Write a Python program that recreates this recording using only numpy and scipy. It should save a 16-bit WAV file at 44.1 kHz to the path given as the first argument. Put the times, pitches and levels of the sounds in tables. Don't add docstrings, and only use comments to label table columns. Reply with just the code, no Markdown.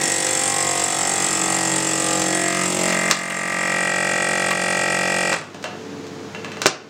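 import sys
import numpy as np
from scipy import signal
from scipy.fft import rfft, irfft, next_fast_len
from scipy.io import wavfile
from scipy.ndimage import uniform_filter1d, map_coordinates

SR = 44100
rng = np.random.default_rng(int(sys.argv[2]) if len(sys.argv) > 2 else 0)


def bounce(signal):
    frames = np.transpose(np.atleast_2d(signal))
    limited = np.clip(frames, -1, 1)
    pcm = np.round(limited * 32767).astype(np.int16)
    wavfile.write(sys.argv[1], SR, pcm)


N = 303849
TIME = np.arange(N) / SR

# [t/s, stage: 0 free air, 1 drawing, 2 bag tight, 3 full vacuum]
LOAD = [(.85, 0), (1.75, 1), (2.25, 1), (2.85, 2), (3.2, 2), (3.9, 3)]
# [drone level/dB, housing level/dB, hiss level/dB, reed squeak level/dB, churning air level/dB]
STAGE_LEVELS = [(-28.5, -29.5, -29.5, -24, -36), (-24.5, -27.5, -28.5, -24.5, -37),
                (-23, -19.5, -30, -27, -35), (-25.5, -22, -36, -32.5, -44)]
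# [multiple of the shaft rate, level/dB]
FREE_AIR = [(1, -37), (2, -11.5), (3, -7.5), (4, -9), (5, -22), (6, -14), (7, 1.5), (8, -5), (9, -19),
            (10, -2), (11, 3.5), (12, -9), (13, -14.5), (14, -6), (15, -0.5), (16, -2.5), (17, 2),
            (18, -8.5), (19, -18), (20, -5.5)]
DRAWING = [(1, -39), (2, -19), (3, -5.5), (4, -1.5), (5, -16), (6, -10.5), (7, 4), (8, -14.5), (9, -10),
           (10, -12), (11, -2.5), (12, -5), (13, -6), (14, -7), (15, -9), (16, -5.5), (17, -19), (18, -2.5),
           (19, -7.5), (20, -39)]
BAG_TIGHT = [(1, -28), (2, -22), (3, -6.5), (4, 4.5), (5, 2), (6, -6), (7, 0.5), (8, -4.5), (9, -42),
             (10, -5), (11, -10), (12, 0), (13, -2.5), (14, -0.5), (15, 2), (16, -5), (17, -19), (18, -1),
             (19, -35), (20, -3.5)]
FULL_VACUUM = [(1, -31), (2, -20), (3, -10), (4, -1), (5, -8), (6, -19), (7, -4.5), (8, -4), (9, -15),
               (10, -10.5), (11, -1.5), (12, 0.5), (13, 1), (14, -12.5), (15, -0.5), (16, -10.5), (17, -2),
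               (18, -2.5), (19, -3), (20, -10)]
# [centre t/s, half length t/s, multiple of the shaft rate, reach in multiples, level/dB]
SWELLS = [(.1, 0.45, 26, 4, -6.5), (0.653, 0.31, 23, .8, 14), (.65, 0.14, 44.5, 1.5, 3),
          (0.745, 0.21, 15.5, 1.2, 7), (1.18, 0.37, 11, .7, -12), (1.453, 0.29, 28.5, 1.5, 6),
          (2.05, 0.18, 46, 4, -11), (2.08, 0.2, 26, .8, 9), (2.197, 0.25, 11, .7, 3),
          (2.38, 0.31, 15, .8, 9), (2.44, 0.2, 42, 10, 2.5), (2.484, 0.16, 13, 1.2, -2.5),
          (2.624, 0.1, 28, .9, 8), (2.702, 0.12, 15.5, 1, -11), (2.687, 0.32, 8, .7, 9.5),
          (2.767, .11, 40, 14, -16), (2.948, 0.23, 13.5, .9, 6), (2.953, 0.096, 4, .8, 1.5),
          (3.54, 0.66, 44, 10, 2), (3.698, 0.73, 27, 2, -2), (2.99, 0.26, 43, 4, 1), (4.4, 0.4, 47, .7, 5),
          (5.2, 0.41, 57, 6, 4), (0.849, .3, 12, .6, 6), (0.951, 0.22, 19, .7, 11), (1.55, .22, 24, .6, 9),
          (1.651, 0.14, 17, .6, 8), (2.2, 0.14, 17, .6, 7), (2.3, 0.33, 8, .6, 6.5),
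          (2.53, 0.15, 18, .6, -11), (2.55, 0.58, 6, 1.5, -3), (2.598, .14, 14, .6, -8),
          (2.63, .13, 10, .6, -6), (2.847, 0.2, 27, .6, -7), (3, 0.31, 47, .6, -21),
          (3.55, 0.44, 26, .6, 11), (3.6, .2, 48.5, 1.2, 6), (3.7, 0.3, 21, .6, 7)]
# [moment/turns, delay at full suction/turns, sway/turns, level/dB in each of the three bands]
KNOCKS = [(.1, 0.1134, 0.12, 2, -14, -6.5), (0.269, 0.2034, 0.12, 0, -15, -6),
          (.29, .14, 0.014, -7.5, -1, 1.5), (.59, .12, 0.003, -15, 1.5, -6.5),
          (.6, 0.043, 0.16, -4, -15.5, -10)]
KNOCK_BANDS_HZ = (550, 1900, 2600)
# [moment after the valve opens/turns, f/Hz, width f/Hz, relative level/dB]
RATTLE = [(.06, 542, 715, 1.5), (.22, 580, 810, 1.5), (.38, 640, 560, -0.5), (.12, 1300, 680, -5),
          (.255, 1450, 660, -2.5), (.26, 1960, 280, 7), (.34, 1910, 255, 12), (.17, 2510, 700, 0),
          (.41, 2390, 610, 0.5)]
# [start t/s, end t/s]
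LOCK_S = (2.55, 2.95)
# [f/Hz, width f/Hz, level/dB with air flowing, level/dB with the bag tight, level/dB under vacuum]
HOUSING_MODES = [(997, 160, -5.5, -11, -54), (1153, 17, -17, -3, -11.5), (1222, 23.4, 1.5, 0.5, -12),
                 (1321, 28, -2, -3.5, -7), (1580, 38, -4.5, -4.5, -6.5), (1707, 36, -4.5, -2, -20),
                 (1919, 45, 4, 2, -0.5), (2080, 30, 0, 4, -18), (2366, 43, -5, -5.5, -6.5),
                 (2540, 60, -5.5, -8.5, -13), (2745, 78, -6.5, -8.5, -13.5)]
# [f/Hz, level/dB per Hz]
HISS_SPECTRUM = [(2400, -9.5), (3000, -0.5), (3430, 2), (3900, -1.5), (4700, 1.5), (5200, 1.5), (5550, 6),
                 (5800, -2), (6200, 3), (7500, 2), (9150, -3.5), (9550, -26), (9820, -1.5), (10100, -16),
                 (10650, -20), (11000, -7), (11550, -13), (12000, -8.5), (13500, -32), (16000, -35)]
# [f/Hz, level/dB per Hz]
CHURN_SPECTRUM = [(90, -25), (160, 2.5), (330, -2.5), (700, -2), (1100, -10), (2200, 1.5), (3200, -21)]
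# [f/Hz, width f/Hz, relative level/dB, start/turns, extra level/dB under vacuum]
REEDS = [(3430, 59, -11.5, 0.06, 1), (6580, 440, -4.5, 0.06, 2.5), (7340, 220, 1.5, 0.26, -1),
         (7600, 180, 0.5, 0.2, -0.5), (7760, 110, -0.5, 0, 0.5), (8255, 420, 2.5, 0.05, 2),
         (8896, 180, -1.5, 0, 3.5)]
# [f/Hz, level/dB per Hz]
GRATE_SPECTRUM = [(1500, -34), (2800, -18), (3020, -8), (3170, 8.5), (3270, 0), (3430, 10.5), (3600, -1.5),
                  (3900, -4.5), (4150, 5), (4330, -2), (4600, 2.5), (5100, 4), (5320, -2), (5570, 4),
                  (5820, -7), (6400, -8), (7000, -29), (12000, -44)]
# [f/Hz, level/dB per Hz]
WATER_SPECTRUM = [(25, -50), (60, -30), (90, -16), (150, 5), (220, 3), (400, -0.5), (700, -7), (1400, -10),
                  (2800, -16.5), (4500, -18.5), (6800, -20), (9000, -33.5), (12000, -39), (16000, -45)]
# [f/Hz, rms level/dB, waver of level/dB]
MOTOR_HUM = [(283, -46.5, 5.3), (347.5, -47, 2.8), (440.2, -41, 2.6), (484, -49.5, 2.8), (701, -53.5, 1.6)]
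# [t/s, level/dB, thump level/dB, body level/dB, treble level/dB, lid ring level/dB]
CLICKS = [(0.268, -12.5, -19, -9, -1, -18), (2.218, -11.5, -18, -1, 3.5, -17),
          (2.892, -15, -12.5, -8, 4, -20), (3.111, 5, -9, -7, 1, -15), (3.308, -8, -9, 0, -12.5, -13),
          (5.328, -3, -5, 4.5, -7.5, -19), (5.368, -19, -1, 4, -15, -18), (5.545, -27, -15, 5, -2, -5),
          (5.627, -27, -2, 3, 0, -20), (5.641, -14.5, -11, 4, -6, -10), (5.657, -23, -13, 9, -10, -6.5),
          (6.068, -34, -22, -10, -1, -20), (6.348, -22.5, -8, -7, -12, -4.5),
          (6.446, -22, -13, -4.5, -7, -6), (6.518, -24.5, -18, -10, -6, -7), (6.569, -26, -12, -5, -9, -5),
          (6.6176, -11.5, -10, -1, -1.5, -24), (6.6583, 1.5, 0, -0.5, -7.5, -17),
          (6.6655, -7, -3, 5, 8, -17)]
# [f/Hz, level/dB per Hz]
SNAP_SPECTRUM = [(25, -40), (60, -26), (150, -3), (570, 1), (840, -8), (1120, -0.5), (1600, -2.5),
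                 (2050, -6.5), (2470, -3), (3200, -8.5), (3900, -4), (5300, -5), (6500, -4), (8500, -12),
                 (10500, -23.5), (16000, -27)]
# [f/Hz, relative level/dB, 60 dB decay t/s]
LID_MODES = [(594, -2.5, 0.079), (735, -4, .07), (884, -6.5, 0.053), (1115, -5, 0.044), (1475, -10, 0.043),
             (1708, -8, 0.089), (2030, -7, 0.044), (2666, -2, 0.042), (2780, -6.5, 0.034),
             (3060, -4.5, 0.037), (4020, -13, 0.06), (6350, -10.5, 0.071)]
# [f/Hz, 60 dB decay t/s]
KITCHEN_DECAY = [(150, 0.4), (1000, 0.48), (4000, 0.39), (7000, 0.23), (12000, 0.034)]

STOP_S, RUN_DOWN_DB_PER_S, COAST_S, PUMP_DB = 5.335, 225, .38, 4
FREE_HZ, DRAG_HZ, DRAG_POWER, TIGHT_S = 47.48, 2.35, 1.33, 2.93
PICK_UP_HZ, PICK_UP_S, SAG_HZ_PER_S = .65, 1.4, .1
START_TURN = .35
SUCTION_S, SUCTION_RISE_S = 1.7, 2.3
PUFF_TURN, PUFF_DELAY_TURNS = -.07, .51
SWAY_S = 2.3
STRAIN_DRONE_DB_PER_S, STRAIN_HISS_DB_PER_S = 2, 2.3
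CHUG_DB, CHUG_TURN = 1, .28
GRATE_DB, GRATE_TURN = -32.5, .11
WATER_DB = -35.5
MAINS_HZ, MAINS_DB = 99.8, -49
CUTOFF_HZ = 16000


def from_db(db):
    return 10 ** (np.asarray(db) / 20)


def rms_one(x):
    return x / np.sqrt(np.mean(x ** 2) + 1e-20)


def at_hz(points, hz):
    f, value = np.transpose(points)
    return np.interp(np.log(np.maximum(hz, 1)), np.log(f), value)


def colour(x, spectrum):
    size = 2 * next_fast_len(len(x) // 2 + 4096)
    level_db = at_hz(spectrum, np.fft.rfftfreq(size, 1 / SR))
    cepstrum = irfft(np.log(from_db(level_db)))
    cepstrum[1:size // 2] *= 2
    cepstrum[size // 2 + 1:] = 0
    response = np.exp(rfft(cepstrum))
    return irfft(rfft(x, size) * response)[:len(x)]


def resonate(x, hz, width):
    r = np.exp(-np.pi * width / SR)
    zeros = np.array([1, 0, -1]) * (1 - r * r) / 2
    poles = [1, -2 * r * np.cos(2 * np.pi * hz / SR), r * r]
    return signal.lfilter(zeros, poles, x)


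def noise():
    return rng.standard_normal(N)


def drift(per_s, size):
    knots = rng.standard_normal(400)
    place = np.linspace(0, N / SR, size) * per_s + rng.random()
    return map_coordinates(knots, [place], order=3, mode="mirror")


def burst(t, crack_s):
    rough = rng.standard_normal(len(t)) * np.exp(-t / crack_s)
    flat = irfft(np.exp(1j * np.angle(rfft(rough))), len(t))
    return flat * np.exp(-t / (10 * crack_s))


def kitchen(x, wet_db):
    t = TIME[:SR // 2]
    edges = np.geomspace(60, 18000, 11)
    tail = 0
    for low, high in zip(edges, edges[1:]):
        band_pass = signal.butter(2, [low, high], "band", fs=SR, output="sos")
        band = signal.sosfilt(band_pass, rng.standard_normal(len(t)))
        decay_s = at_hz(KITCHEN_DECAY, np.sqrt(low * high))
        tail = tail + band * from_db(-60 * t / decay_s)
    tail = tail * np.clip(t / .0035 - .5, 0, 1)
    wet = signal.fftconvolve(x, tail / np.linalg.norm(tail))[:N]
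    return x + from_db(wet_db) * wet


def suction(t):
    return 1 - np.exp(-np.maximum(t - SUCTION_S, 0) / SUCTION_RISE_S)


def valve_delay(t):
    return PUFF_TURN + PUFF_DELAY_TURNS * suction(t)


def shaft_speed():
    drag = DRAG_HZ * np.minimum(TIME / TIGHT_S, 1) ** DRAG_POWER
    pick_up = PICK_UP_HZ * np.sin(np.pi / 2 * np.clip((TIME - TIGHT_S) / PICK_UP_S, 0, 1))
    sag = SAG_HZ_PER_S * np.maximum(TIME - TIGHT_S - PICK_UP_S, 0)
    return FREE_HZ - drag + pick_up - sag


def stroke(turns, rise, fall, rest, uneven_db):
    turn, part = np.floor(turns).astype(int), turns % 1
    strength = from_db(uneven_db * rng.standard_normal(turn.max() + 2))[turn]
    pulse = strength * (1 - np.exp(-part / rise)) * np.exp(-part / fall)
    return np.hypot(rest, pulse)


def pump():
    stage = np.interp(TIME, *np.transpose(LOAD))
    drone_db, ring_db, hiss_db, squeak_db, churn_db = (
        np.interp(stage, np.arange(len(db)), db) for db in np.transpose(STAGE_LEVELS))
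    vacuum = np.clip(stage - 2, 0, 1)
    straining = np.maximum(np.minimum(TIME, STOP_S) - LOAD[-1][0], 0)
    coasting = np.maximum(TIME - STOP_S, 0)

    speed = shaft_speed() * np.exp(-coasting / COAST_S)
    turns = np.cumsum(speed) / SR + START_TURN
    valve_turns = turns - valve_delay(TIME)

    hum = from_db(drone_db + STRAIN_DRONE_DB_PER_S * straining) * drone(turns, stage)
    chug_db = CHUG_DB * vacuum * np.cos(2 * np.pi * (valve_turns - CHUG_TURN))
    ring = from_db(ring_db + chug_db) * housing(turns, speed, stage)
    hiss = from_db(hiss_db + STRAIN_HISS_DB_PER_S * straining) * air_hiss(valve_turns, vacuum)
    churn = from_db(churn_db) * churning_air(turns)
    squeak = from_db(squeak_db) * reeds(valve_turns, vacuum)

    running = from_db(PUMP_DB - RUN_DOWN_DB_PER_S * coasting)
    solid = running * (hum + ring + grating(valve_turns))
    airy = running * (hiss + churn + squeak)
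    return solid + kitchen(airy, wet_db=-6.5)


def loose_knocks(k, t, scatter, waver_rad):
    swing = np.sin(np.pi * np.minimum(t / SWAY_S, 1))
    total = 0
    for turn, delay, sway, *levels in KNOCKS:
        strength = from_db(np.interp(k * FREE_HZ, KNOCK_BANDS_HZ, levels))
        moment = turn + delay * suction(t) + sway * swing
        total = total + strength * np.exp(-2j * np.pi * k * moment)
    return total * np.exp(1j * (scatter + waver_rad * drift(3.87, len(t))))


def hard_rattle(k, t):
    loaded_hz = k * (FREE_HZ - DRAG_HZ)
    total = 0
    for turn, hz, width, db in RATTLE:
        resonance = from_db(db) / (1 + 2j * (loaded_hz - hz) / width) ** 2
        total = total + resonance * np.exp(-2j * np.pi * k * (turn + valve_delay(t)))
    return total / abs(total)


def partial(k, turns, scatter=0, fade=.057, waver_db=1.5, waver_rad=.35):
    t = TIME[::256]
    locked = np.interp(t, LOCK_S, [0, 1])
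    knocks = (1 - locked) * loose_knocks(k, t, scatter, waver_rad) + locked * hard_rattle(k, t)
    swell_db = sum(db * np.exp(-((t - s) / half) ** 2 - ((k - multiple) / reach) ** 2)
                   for s, half, multiple, reach, db in SWELLS)
    level_db = swell_db + waver_db * (1.5 - locked) * drift(4.97, len(t))
    beating = abs(knocks) / np.hypot(abs(knocks), fade)
    gain = np.interp(TIME, t, from_db(level_db) * beating)
    phase = np.interp(TIME, t, np.unwrap(np.angle(knocks)))
    return gain * np.cos(2 * np.pi * k * turns + phase)


def drone(turns, stage, slack=.85):
    stages = [np.transpose(table) for table in (FREE_AIR, DRAWING, BAG_TIGHT, FULL_VACUUM)]
    out, power = 0, 0
    for k in range(1, len(FULL_VACUUM) + 1):
        stage_gains = from_db([np.interp(k, *levels) for levels in stages])
        gain = np.interp(stage, np.arange(len(stages)), stage_gains)
        out = out + gain * partial(k, turns, slack * rng.standard_normal())
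        power = power + gain ** 2 / 2
    return out / np.sqrt(power)


def housing(turns, speed, stage):
    hz, width, *levels = np.transpose(HOUSING_MODES)
    grid = np.linspace(800, 3400, 600)
    detune = 2 * (grid[:, None] - hz) / width
    responses = [np.sqrt(1 / (1 + detune ** 2) @ from_db(db) ** 2) for db in levels]
    shares = [np.interp(stage, [1, 2, 3], row) for row in np.eye(len(levels))]
    scatter = .74 * rng.standard_normal(size=80)
    out, power = 0, 0
    for k in range(21, 65):
        gain = sum(share * np.interp(k * speed, grid, response)
                   for share, response in zip(shares, responses))
        out = out + gain * partial(k, turns, scatter[k])
        power = power + gain ** 2 / 2
    regular = out / np.sqrt(power)

    strokes = stroke(turns - valve_delay(TIME) - .1, rise=.073, fall=.6, rest=.43, uneven_db=-7.0)
    chatter = noise() * strokes
    loose = rms_one(sum(from_db(db) * resonate(chatter, f, w) for f, w, db in zip(hz, width, levels[1])))
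    rough = np.interp(stage, [2, 3], [.2, .17])
    return np.sqrt(1 - rough ** 2) * regular + rough * loose


def air_hiss(turns, vacuum, size=960):
    rasp = np.interp(turns % 1 * size, np.arange(size), rng.standard_normal(size))
    repeating = np.interp(vacuum, [0, 1], [.45, .75])
    flow = repeating * rms_one(rasp) + np.sqrt(1 - repeating ** 2) * noise()
    puffs = flow * stroke(turns, rise=.04, fall=.22, rest=.13, uneven_db=1)
    return rms_one(colour(puffs, HISS_SPECTRUM))


def churning_air(turns):
    gulps = noise() * stroke(turns, rise=.049, fall=.82, rest=.49, uneven_db=0)
    return rms_one(colour(gulps, CHURN_SPECTRUM))


def reeds(turns, vacuum):
    out = 0
    for hz, width, db, start, vacuum_db in REEDS:
        puffs = noise() * stroke(turns - start, rise=.031, fall=.15, rest=.024, uneven_db=2.5)
        squeak = resonate(resonate(puffs, hz, width), hz, 2400)
        out = out + from_db(db + vacuum_db * vacuum) * rms_one(squeak)
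    return rms_one(out)


def circulator(waver_rad=.74):
    water = from_db(WATER_DB) * rms_one(colour(noise(), WATER_SPECTRUM))
    hum = 0
    for hz, db, waver_db in MOTOR_HUM:
        gain = from_db(db + waver_db * drift(13, N))
        hum = hum + gain * np.sin(2 * np.pi * hz * TIME + waver_rad * drift(8, N))
    mains = from_db(MAINS_DB) * np.sin(2 * np.pi * MAINS_HZ * TIME)
    return water + np.sqrt(2) * (hum + mains)


def clicks(crack_s):
    out, t = np.zeros(N + SR), TIME[:SR // 3]
    for s, db, thump_db, body_db, treble_db, ring_db in CLICKS:
        crack = colour(burst(t, crack_s), SNAP_SPECTRUM)
        crack = crack / np.linalg.norm(crack) * np.sqrt(SR * crack_s / 2)
        ring = 0
        for hz, level, t60 in LID_MODES:
            mode = from_db(level - 60 * t / t60) * np.sin(2 * np.pi * hz * t)
            ring = ring + mode * rng.choice([-1, 1])
        tilt = [(300, thump_db), (680, body_db), (1100, 0), (2700, 0), (5000, treble_db)]
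        at = round(s * SR)
        out[at:at + len(t)] += from_db(db) * colour(crack + from_db(ring_db) * ring, tilt)
    return kitchen(out[:N], wet_db=-4.0)


def grating(turns, size=960, scrape_s=.0092):
    scrape = burst(TIME[:size], scrape_s)
    grit = np.interp((turns - GRATE_TURN) % 1 * size, np.arange(size), scrape)
    return from_db(GRATE_DB) * suction(TIME) * rms_one(colour(grit, GRATE_SPECTRUM))


def scene():
    return (pump() + clicks(crack_s=.003) + circulator())[None]


def gain_control(x, limit_db, attack_s, release_db_per_s):
    power = uniform_filter1d(x[0] ** 2, size=441)
    level = 10 * np.log10(np.maximum(power, 1e-12))
    creep = release_db_per_s * TIME
    cut = np.maximum.accumulate(np.maximum(level - limit_db, 0) + creep) - creep
    r = np.exp(-1 / (attack_s * SR))
    smooth_cut = signal.lfilter([1 - r], [1, -r], cut, zi=[PUMP_DB * r])[0]
    return x * from_db(-smooth_cut)


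def record(dry):
    held = gain_control(dry, limit_db=-18.0, attack_s=.032, release_db_per_s=16.5)
    clipped = np.clip(held, -1, 1)
    top_cut = signal.ellip(10, .2, 80, CUTOFF_HZ, fs=SR, output="sos")
    return signal.sosfilt(top_cut, clipped)


dry = scene()
out = record(dry)
bounce(out)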